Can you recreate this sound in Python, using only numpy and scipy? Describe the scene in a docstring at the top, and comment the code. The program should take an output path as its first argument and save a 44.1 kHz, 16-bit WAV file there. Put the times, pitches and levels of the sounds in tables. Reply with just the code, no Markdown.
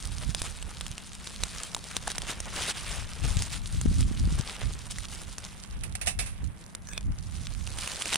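"""Bonfire at night

Close embers and stalks crackle as random damped clicks over noise; sap pockets pop, one crack peeps.
Thin metal rattles (noise through ringing modes) and rubs (slipping noise in narrow bands) to the right
while a hand-held camera turns away and back. Low noise buffets each of its two microphone ports on its
own, over a far hush of filtered noise.
"""
import sys
import numpy as np
from scipy import signal
from scipy.fft import rfft, irfft, next_fast_len
from scipy.io import wavfile
from scipy.ndimage import uniform_filter1d, map_coordinates

SR = 44100
rng = np.random.default_rng(int(sys.argv[2]) if len(sys.argv) > 2 else 0)


def pcm_store(signal):
    """Save signal as 16-bit PCM."""
    levels = np.round(np.clip(np.atleast_2d(signal), -1, 1) * 32767)
    wavfile.write(sys.argv[1], SR, levels.astype(np.int16).T)


N = 360288


# spectra of thin and of thick pieces: (frequency [Hz], relative level [dB])
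FINE_SPECTRUM = [(710, -37.5), (1200, -12), (1780, -17), (3750, -6.5), (7830, -5.5), (9330, -1.5),
                 (10200, -6), (11100, -21), (13800, -18), (16500, -38)]
COARSE_SPECTRUM = [(180, -3), (600, 0), (3000, 4.5), (3900, -0.5), (6600, -120)]


def crackle():
    """Stalks burst as clicks over ember hiss; thick pieces sound lower; lone clicks recede as the level grows."""
    level_db, coarse_db = crackle_level(), curves(EMBER_LEVEL)[1]
    lone = amp(np.minimum(-0.4 * (level_db + 56.0), 1.5))

    fine = 0.36 * rng.standard_normal((2, N))
    fine = fine + 0.73 * ticks(900, 6500, spread_db=2.2, cycles=2.06)
    fine = fine + 0.96 * lone * ticks(170, 5800, spread_db=5.9, cycles=2.25)
    coarse = rng.standard_normal((2, N))
    coarse = coarse + 0.65 * lone * ticks(300, 1260, spread_db=2.4, cycles=3.7)

    flare_db = 2.47 * wobble(45)
    fine = unit(coloured(patchy(fine, depth_db=1.9), FINE_SPECTRUM))
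    coarse = unit(coloured(patchy(coarse, depth_db=1.4), COARSE_SPECTRUM))
    return amp(level_db + flare_db) * (fine + amp(coarse_db) * coarse)


# steady crackle: (time [s], level of thin pieces [dB], thick relative to thin [dB])
EMBER_LEVEL = [(0, -49, -3.5), (0.3, -46, -7), (0.65, -49, -4), (1.15, -53.5, -5), (1.5, -46.5, -4),
               (1.83, -51.5, -4), (2.4, -48.5, 2), (2.9, -41.5, -1.5), (3.17, -50, -2), (3.9, -46.5, -8.5),
               (4.6, -45.5, 1), (4.78, -50.5, -2), (4.9, -45, -9.5), (5.6, -52, -2.5), (5.8, -64, 4.5),
               (7.14, -65, 0), (7.22, -53, -9), (8.17, -49, -2)]
# a bunch of stalks catches: (start [s], length [s], level [dB])
STALK_SURGES = [(0.397, 0.067, -42), (1.24, 0.034, -46), (1.549, 0.096, -43.5), (1.88, 0.1, -46.5),
                (2.062, 0.072, -43), (2.297, 0.013, -32.5), (2.58, 0.13, -33.5), (2.87, 0.15, -43),
                (3.239, 0.2, -41.5), (3.53, 0.029, -36), (4.502, 0.029, -43), (5.13, 0.092, -44),
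                (7.797, 0.12, -38), (7.976, 0.125, -40), (8.132, 0.014, -29.5)]
SURGE_RISE_S, SURGE_FADE_S = 0.013, 0.0091  # time constants


def crackle_level():
    """Level in dB of the steady crackle plus the power of each surge."""
    power = amp(2 * curves(EMBER_LEVEL)[0])
    for start_s, length_s, db in STALK_SURGES:
        power = power + amp(2 * db) * swell(start_s, length_s, SURGE_RISE_S, SURGE_FADE_S)
    return 10 * np.log10(power)


def ticks(rate_hz, centre_hz, spread_db, cycles):
    """Clumped damped clicks of random pitch, a few much larger; row 2 sets each one aside."""
    at = np.flatnonzero(rng.random(N) < rate_hz / SR * amp(3.5 * wobble(30)))
    draw = rng.standard_normal((len(at), 2))
    hz = np.clip(centre_hz * np.exp(0.63 * draw[:, :1]), 300, 14000)
    size = amp(-spread_db * np.log(rng.random((len(at), 1)) + 0.034))

    lag = np.arange(160)
    u = hz * lag / SR  # cycles elapsed
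    click = size * amp(-60 * u / cycles) * np.sin(2 * np.pi * u)
    aside = draw[:, 1:] * click * np.cos(np.pi * u)
    index = (at[:, None] + lag).ravel()
    rows = [np.bincount(index, r.ravel(), N + len(lag))[:N] for r in (click, aside)]
    return unit(np.array(rows))


def patchy(x, depth_db):
    """Random patches of gain over time and pitch."""
    z = signal.stft(x, nperseg=256)[2]
    field = rng.standard_normal(z.shape[1:])
    field = uniform_filter1d(uniform_filter1d(field, size=7, axis=0), size=6, axis=1)
    return signal.istft(z * amp(depth_db * unit(field)), nperseg=256)[1][:, :N]


# bursting sap pockets: (time [s], peak before colouring [dB], main ring [Hz])
SAP_POPS = [(0.3478, -15.5, 3500), (0.418, -17.5, 9000), (0.626, -30, 3000), (0.81, -21.5, 3530),
            (0.8654, -25, 3200), (0.9803, -27.5, 2900), (1.2722, -24, 3750), (1.4356, -12, 3900),
            (1.6338, -26.5, 7400), (1.7474, -17, 3760), (1.765, -29, 915), (1.912, -31, 1430),
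            (1.9666, -13.5, 3680), (2.074, -21, 1660), (2.0777, -21.5, 766), (2.1022, -25, 3660),
            (2.1819, -18, 5560), (2.2191, -24, 3350), (2.4031, -23.5, 5840), (3.422, -19.5, 5070),
            (3.8132, -24, 7000), (4.0076, -26.5, 5070), (4.3898, -26.5, 9000), (4.9846, -28, 2050),
            (5.3825, -27.5, 5860), (6.75, -25.5, 10400), (7.6739, -28.5, 2780), (7.7865, -25, 3200),
            (7.8753, -20, 2750), (8.012, -31, 1150), (8.0215, -18, 3120), (8.0572, -20.5, 2730),
            (8.129, -21.5, 2220), (8.1429, -15, 3300), (8.1571, -13.5, 2890)]


def snaps():
    """Each pop: noise crack behind a sharp push of air, one short ring, faint scatter from the ground."""
    out, t = np.zeros((2, N + SR)), np.arange(SR // 20) / SR
    for s, db, hz in SAP_POPS:
        decay = amp(-60 * t / 0.003) + 0.47 * amp(-60 * t / 0.017)  # crack, ground scatter
        crack = rng.standard_normal((2, len(t))) * decay
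        ring_t60_s = min(16 / hz, 0.016)
        ring = 2.16 * np.sin(2 * np.pi * hz * t + [[0], [np.pi / 2]]) * amp(-60 * t / ring_t60_s)
        push = -1.5 * np.exp(-((t - 0.0002) / 0.00007) ** 2)
        pop = (crack + ring) * (1 - np.exp(-t / 0.0004)) + push * [[1], [0.3]]
        at = round(s * SR)
        out[:, at:at + len(t)] += amp(db) * pop / np.abs(pop[0]).max()
    return coloured(out[:, :N], [(300, 1.5), (1500, 3), (3500, 5.0), (7000, 11),
                                 (9700, 12.0), (11000, -3.5), (15000, -16.0)])


# sap steam from a crack: (middle [s], half length [s], level [dB], pitch [Hz])
STEAM_PEEP = (1.645, .022, -47, 3156)


def whistle():
    """One brief peep of sap steam: a sine with slightly unsteady phase."""
    s, half_s, db, hz = STEAM_PEEP
    t = np.arange(N) / SR
    tone = np.sin(2 * np.pi * hz * t + 0.38 * wobble(79.4))
    return amp(db) * np.exp(-((t - s) / half_s) ** 4) * np.array([tone, tone / 2])


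# shakes of thin metal: (time [s], relative level [dB], scrape t60 [s])
METAL_SHAKES = [(5.835, -28, 0.087), (5.952, -21.5, 0.038), (6.013, -24.5, 0.12), (6.0605, -27, 0.093),
                (6.0703, -17, 0.15), (6.1894, -20, 0.18), (6.2606, -32, 0.25)]
# main metal modes, before random shifts: (frequency [Hz], relative level [dB], t60 [s])
METAL_MODES = [(734, 13, 0.025), (2260, -20, 0.062), (2680, -0.5, 0.086), (2910, -6, 0.076)]
RATTLE_RING_DB = -3.5  # ring relative to scrape, for a shake of -18 dB


def rattle():
    """Each shake scrapes thin metal and rings its modes, hard ones most, at new strengths and pitches."""
    out, t = np.zeros((2, N + SR)), np.arange(SR // 4) / SR
    for s, db, t60_s in METAL_SHAKES:
        shake = rng.standard_normal((2, len(t))) * amp(-60 * t / t60_s) * (1 - np.exp(-t / 0.00037))
        crowd = [(hz, -11.0, 0.04) for hz in rng.uniform(2020, 10300, size=30)]  # weak modes
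        body = np.zeros(len(t))
        for hz, mode_db, ring_t60_s in METAL_MODES + crowd:
            decay = amp(mode_db + rng.normal(0, 3) - 60 * t / ring_t60_s)
            body += decay * np.sin(2 * np.pi * hz * rng.normal(1, 0.012) * t)
        rung = signal.fftconvolve(shake, body[None] / np.linalg.norm(body), axes=1)[:, :len(t)]
        ring_db = RATTLE_RING_DB + 0.75 * (db + 18.0)
        at = round(s * SR)
        out[:, at:at + len(t)] += amp(db - 13.0) * (shake + amp(ring_db) * rung)
    return coloured(out[:, :N], [(400, -6.5), (2200, 8.5), (7400, 0), (9700, 11.5),
                                 (11000, -6), (15000, -20)])


# catches within the rub: (time [s], relative level [dB])
RUB_SLIPS = [(6.8716, -39.5), (6.8875, -34.5), (6.914, -44), (6.9265, -47), (6.9335, -35.5),
             (6.9776, -22.5), (7.009, -35.5)]
# resonant bands of the rub: (frequency [Hz], relative level [dB], loudest at [s])
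RUB_BANDS = [(1690, -4, 6.915), (2500, -3, 6.955), (3480, -4, 6.96), (6200, -4.5, 6.89), (8170, -6, 6.93)]


def squeak():
    """A short rub catches and slips: noise bursts drive narrow bands that speak at different moments."""
    t = np.arange(N) / SR
    grip = np.zeros(N)
    for s, db in RUB_SLIPS:
        grip += amp(db) * np.exp(-np.clip(t - s, 0, 1) / 0.0018) * (t >= s)
    steady = amp(-49.5) * np.exp(-((t - 6.93) / 0.082) ** 2)
    drag = (steady + grip) * rng.standard_normal((2, N))
    out = coloured(grip * rng.standard_normal((2, N)), [(9500, -0.5), (11500, -31)])
    ring_t = t[:1800]
    for hz, db, s in RUB_BANDS:
        body = amp(-60 * ring_t * hz / 50) * np.sin(2 * np.pi * hz * ring_t)  # t60 of 50 cycles
        rung = signal.fftconvolve(drag, body[None] / np.linalg.norm(body), axes=1)[:, :N]
        out += amp(db) * np.exp(-((t - s) / 0.043) ** 2) * rung
    return out


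# camera aim: (time [s], left-right [dB], likeness of the ports [0-1])
CAMERA_TURN = [(0, 0.5, 0.97), (5.5, -1, 0.95), (5.8, -9.5, 0.53), (6.8, -2.5, 0.86), (8.2, -1.5, 0.95)]


def ports(pair):
    """The ports share most of a sound from the front, little of its treble or of one from aside."""
    lean_db, alike = curves(CAMERA_TURN)
    shared = pair[0]
    apart = coloured(pair[1], [(500, 2.5), (3000, 5.6), (9000, 15.2)])
    turn = np.arccos(np.clip(alike, 0, 1)) / 2
    mix = np.cos(turn) * shared + np.sin(turn) * np.array([apart, -apart])
    return sides(lean_db) * mix


# sharp eddies: (time [s], peak [dB], port [1 left, -1 right], swing [Hz, negative if it falls])
WIND_THUMPS = [(0.293, -19, -1, 127), (3.371, -12, 1, 88), (3.859, -11, 1, 204), (3.915, -18, -1, 165),
               (4.114, -19.5, -1, 195), (4.2762, -18, 1, -170), (4.325, -18, -1, 149),
               (4.3982, -14, 1, -120)]
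# wind noise spectrum: (frequency [Hz], relative level [dB])
BUFFET_SPECTRUM = [(12, -20.5), (22, 5.5), (45, 9.5), (80, 6), (150, -4), (300, -20), (600, -60),
                   (1500, -120)]


def wind():
    """Turbulence: lumpy low noise, unrelated at the ports, plus single sharp swings on one port."""
    lumps = amp(3.2 * np.array([wobble(18), wobble(18)]))
    force = gusts()
    swirl = unit(coloured(lumps * rng.standard_normal((2, N)), BUFFET_SPECTRUM))
    flap = unit(np.gradient(swirl, axis=1))
    buffet = force * swirl + 5.8 * force ** 2 * flap  # strong gusts flap sharper
    t = np.arange(-SR // 40, SR // 40) / SR
    for s, db, port, hz in WIND_THUMPS:
        swing = np.sin(2 * np.pi * hz * t) * np.exp(-np.abs(t * hz / 0.32) ** 0.79)
        at = round(s * SR) - SR // 40
        buffet[int(port < 0), at:at + len(t)] += 2 * amp(db) * swing
    return buffet


# wind gusts: (start [s], length [s], level [dB], left-right [dB])
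WIND_GUSTS = [(0.061, 0.28, -37.5, -17), (0.386, 0.54, -44.5, -12.5), (1.421, 0.014, -39.5, -20.5),
              (1.985, 0.95, -42.5, 0.5), (2.93, 0.23, -39, 9), (3.227, 0.19, -29.5, 3.5),
              (3.444, 0.23, -37, 10.5), (3.759, 0.61, -26.5, 0), (4.668, 0.076, -28, 0),
              (4.777, 0.49, -43, -9.5), (5.719, 0.22, -36.5, 1), (6.063, 0.26, -35, -2.5),
              (6.426, 0.039, -33, -11), (7.061, 0.041, -27.5, -3.5), (7.162, 0.68, -37.5, -10)]
LULL_DB, GUST_RISE_S, GUST_FADE_S = -47.5, 0.018, 0.018


def gusts():
    """Wind strength at each port: the power of a lull plus that of the gusts."""
    power = amp(2 * LULL_DB)
    for start_s, length_s, db, lean_db in WIND_GUSTS:
        gain = amp(db) * sides(lean_db)[:, None]
        power = power + gain ** 2 * swell(start_s, length_s, GUST_RISE_S, GUST_FADE_S)
    return np.sqrt(power)


# open-air hush and flame roar: (frequency [Hz], relative level [dB])
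NIGHT_SPECTRUM = [(100, -5.5), (190, 3.5), (260, -9), (467, -17.5), (2110, -21), (5430, -57), (9770, -24.5),
                  (16500, -59)]


def night():
    """Far hush of the open air as filtered noise; the flame roar at its bottom sinks with the embers."""
    hush = amp(-49.5) * unit(coloured(rng.standard_normal((2, N)), NIGHT_SPECTRUM))
    roar = uniform_filter1d(hush, size=90)
    dimmed = 1 - amp(0.33 * np.minimum(curves(EMBER_LEVEL)[0] + 58.0, 0))
    return hush - dimmed * roar


def amp(db):
    """dB to gain."""
    return 10 ** (np.asarray(db) / 20)


def unit(x):
    """Scaled to rms 1."""
    return x / np.sqrt(np.mean(x ** 2) + 1e-20)


def curves(rows):
    """One value per sample for each column after the time."""
    s, *cols = np.transpose(rows)
    return [np.interp(np.arange(N) / SR, s, c) for c in cols]


def wobble(rate_hz):
    """Smooth random curve with rate_hz knots a second."""
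    knots = rng.standard_normal(int(N * rate_hz / SR) + 4)
    return map_coordinates(knots, [np.arange(N) * rate_hz / SR])


def swell(start_s, length_s, rise_s, fade_s):
    """Gain that rises into the start, holds, and dies out after the length."""
    t = np.arange(N) / SR
    rise = np.clip((t - start_s) / rise_s, -30, 0)
    fade = np.clip((start_s + length_s - t) / fade_s, -30, 0)
    return np.exp(rise + fade)


def sides(db):
    """Left and right gains of a left-right difference."""
    return amp(np.array([db / 2, -db / 2]))


def coloured(x, spectrum):
    """x through a causal minimum-phase filter of (frequency [Hz], level [dB]) points."""
    m = 2 * next_fast_len(N // 2 + SR // 4)
    f, db = np.transpose(spectrum)
    grid_db = np.interp(np.log(np.fft.rfftfreq(m, 1 / SR) + 1), np.log(f + 1), db)
    cep = irfft(np.log(amp(grid_db) + 1e-6), m)
    cep[1:m // 2] *= 2  # fold the cepstrum
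    cep[m // 2 + 1:] = 0
    return irfft(rfft(x, m) * np.exp(rfft(cep)), m)[..., :N]


def scene():
    """Fire, rattle and rub reach both ports; wind and hush differ at each."""
    sources = crackle() + snaps() + whistle() + rattle() + squeak()
    return ports(sources) + wind() + night()


TOP_HZ = 16600


def record(dry):
    """The camera keeps nothing above its band limit."""
    m = next_fast_len(N + SR // 4)
    keep = np.fft.rfftfreq(m, 1 / SR) < TOP_HZ
    return irfft(rfft(dry, m) * keep, m)[:, :N]


dry = scene()
out = record(dry)
pcm_store(out)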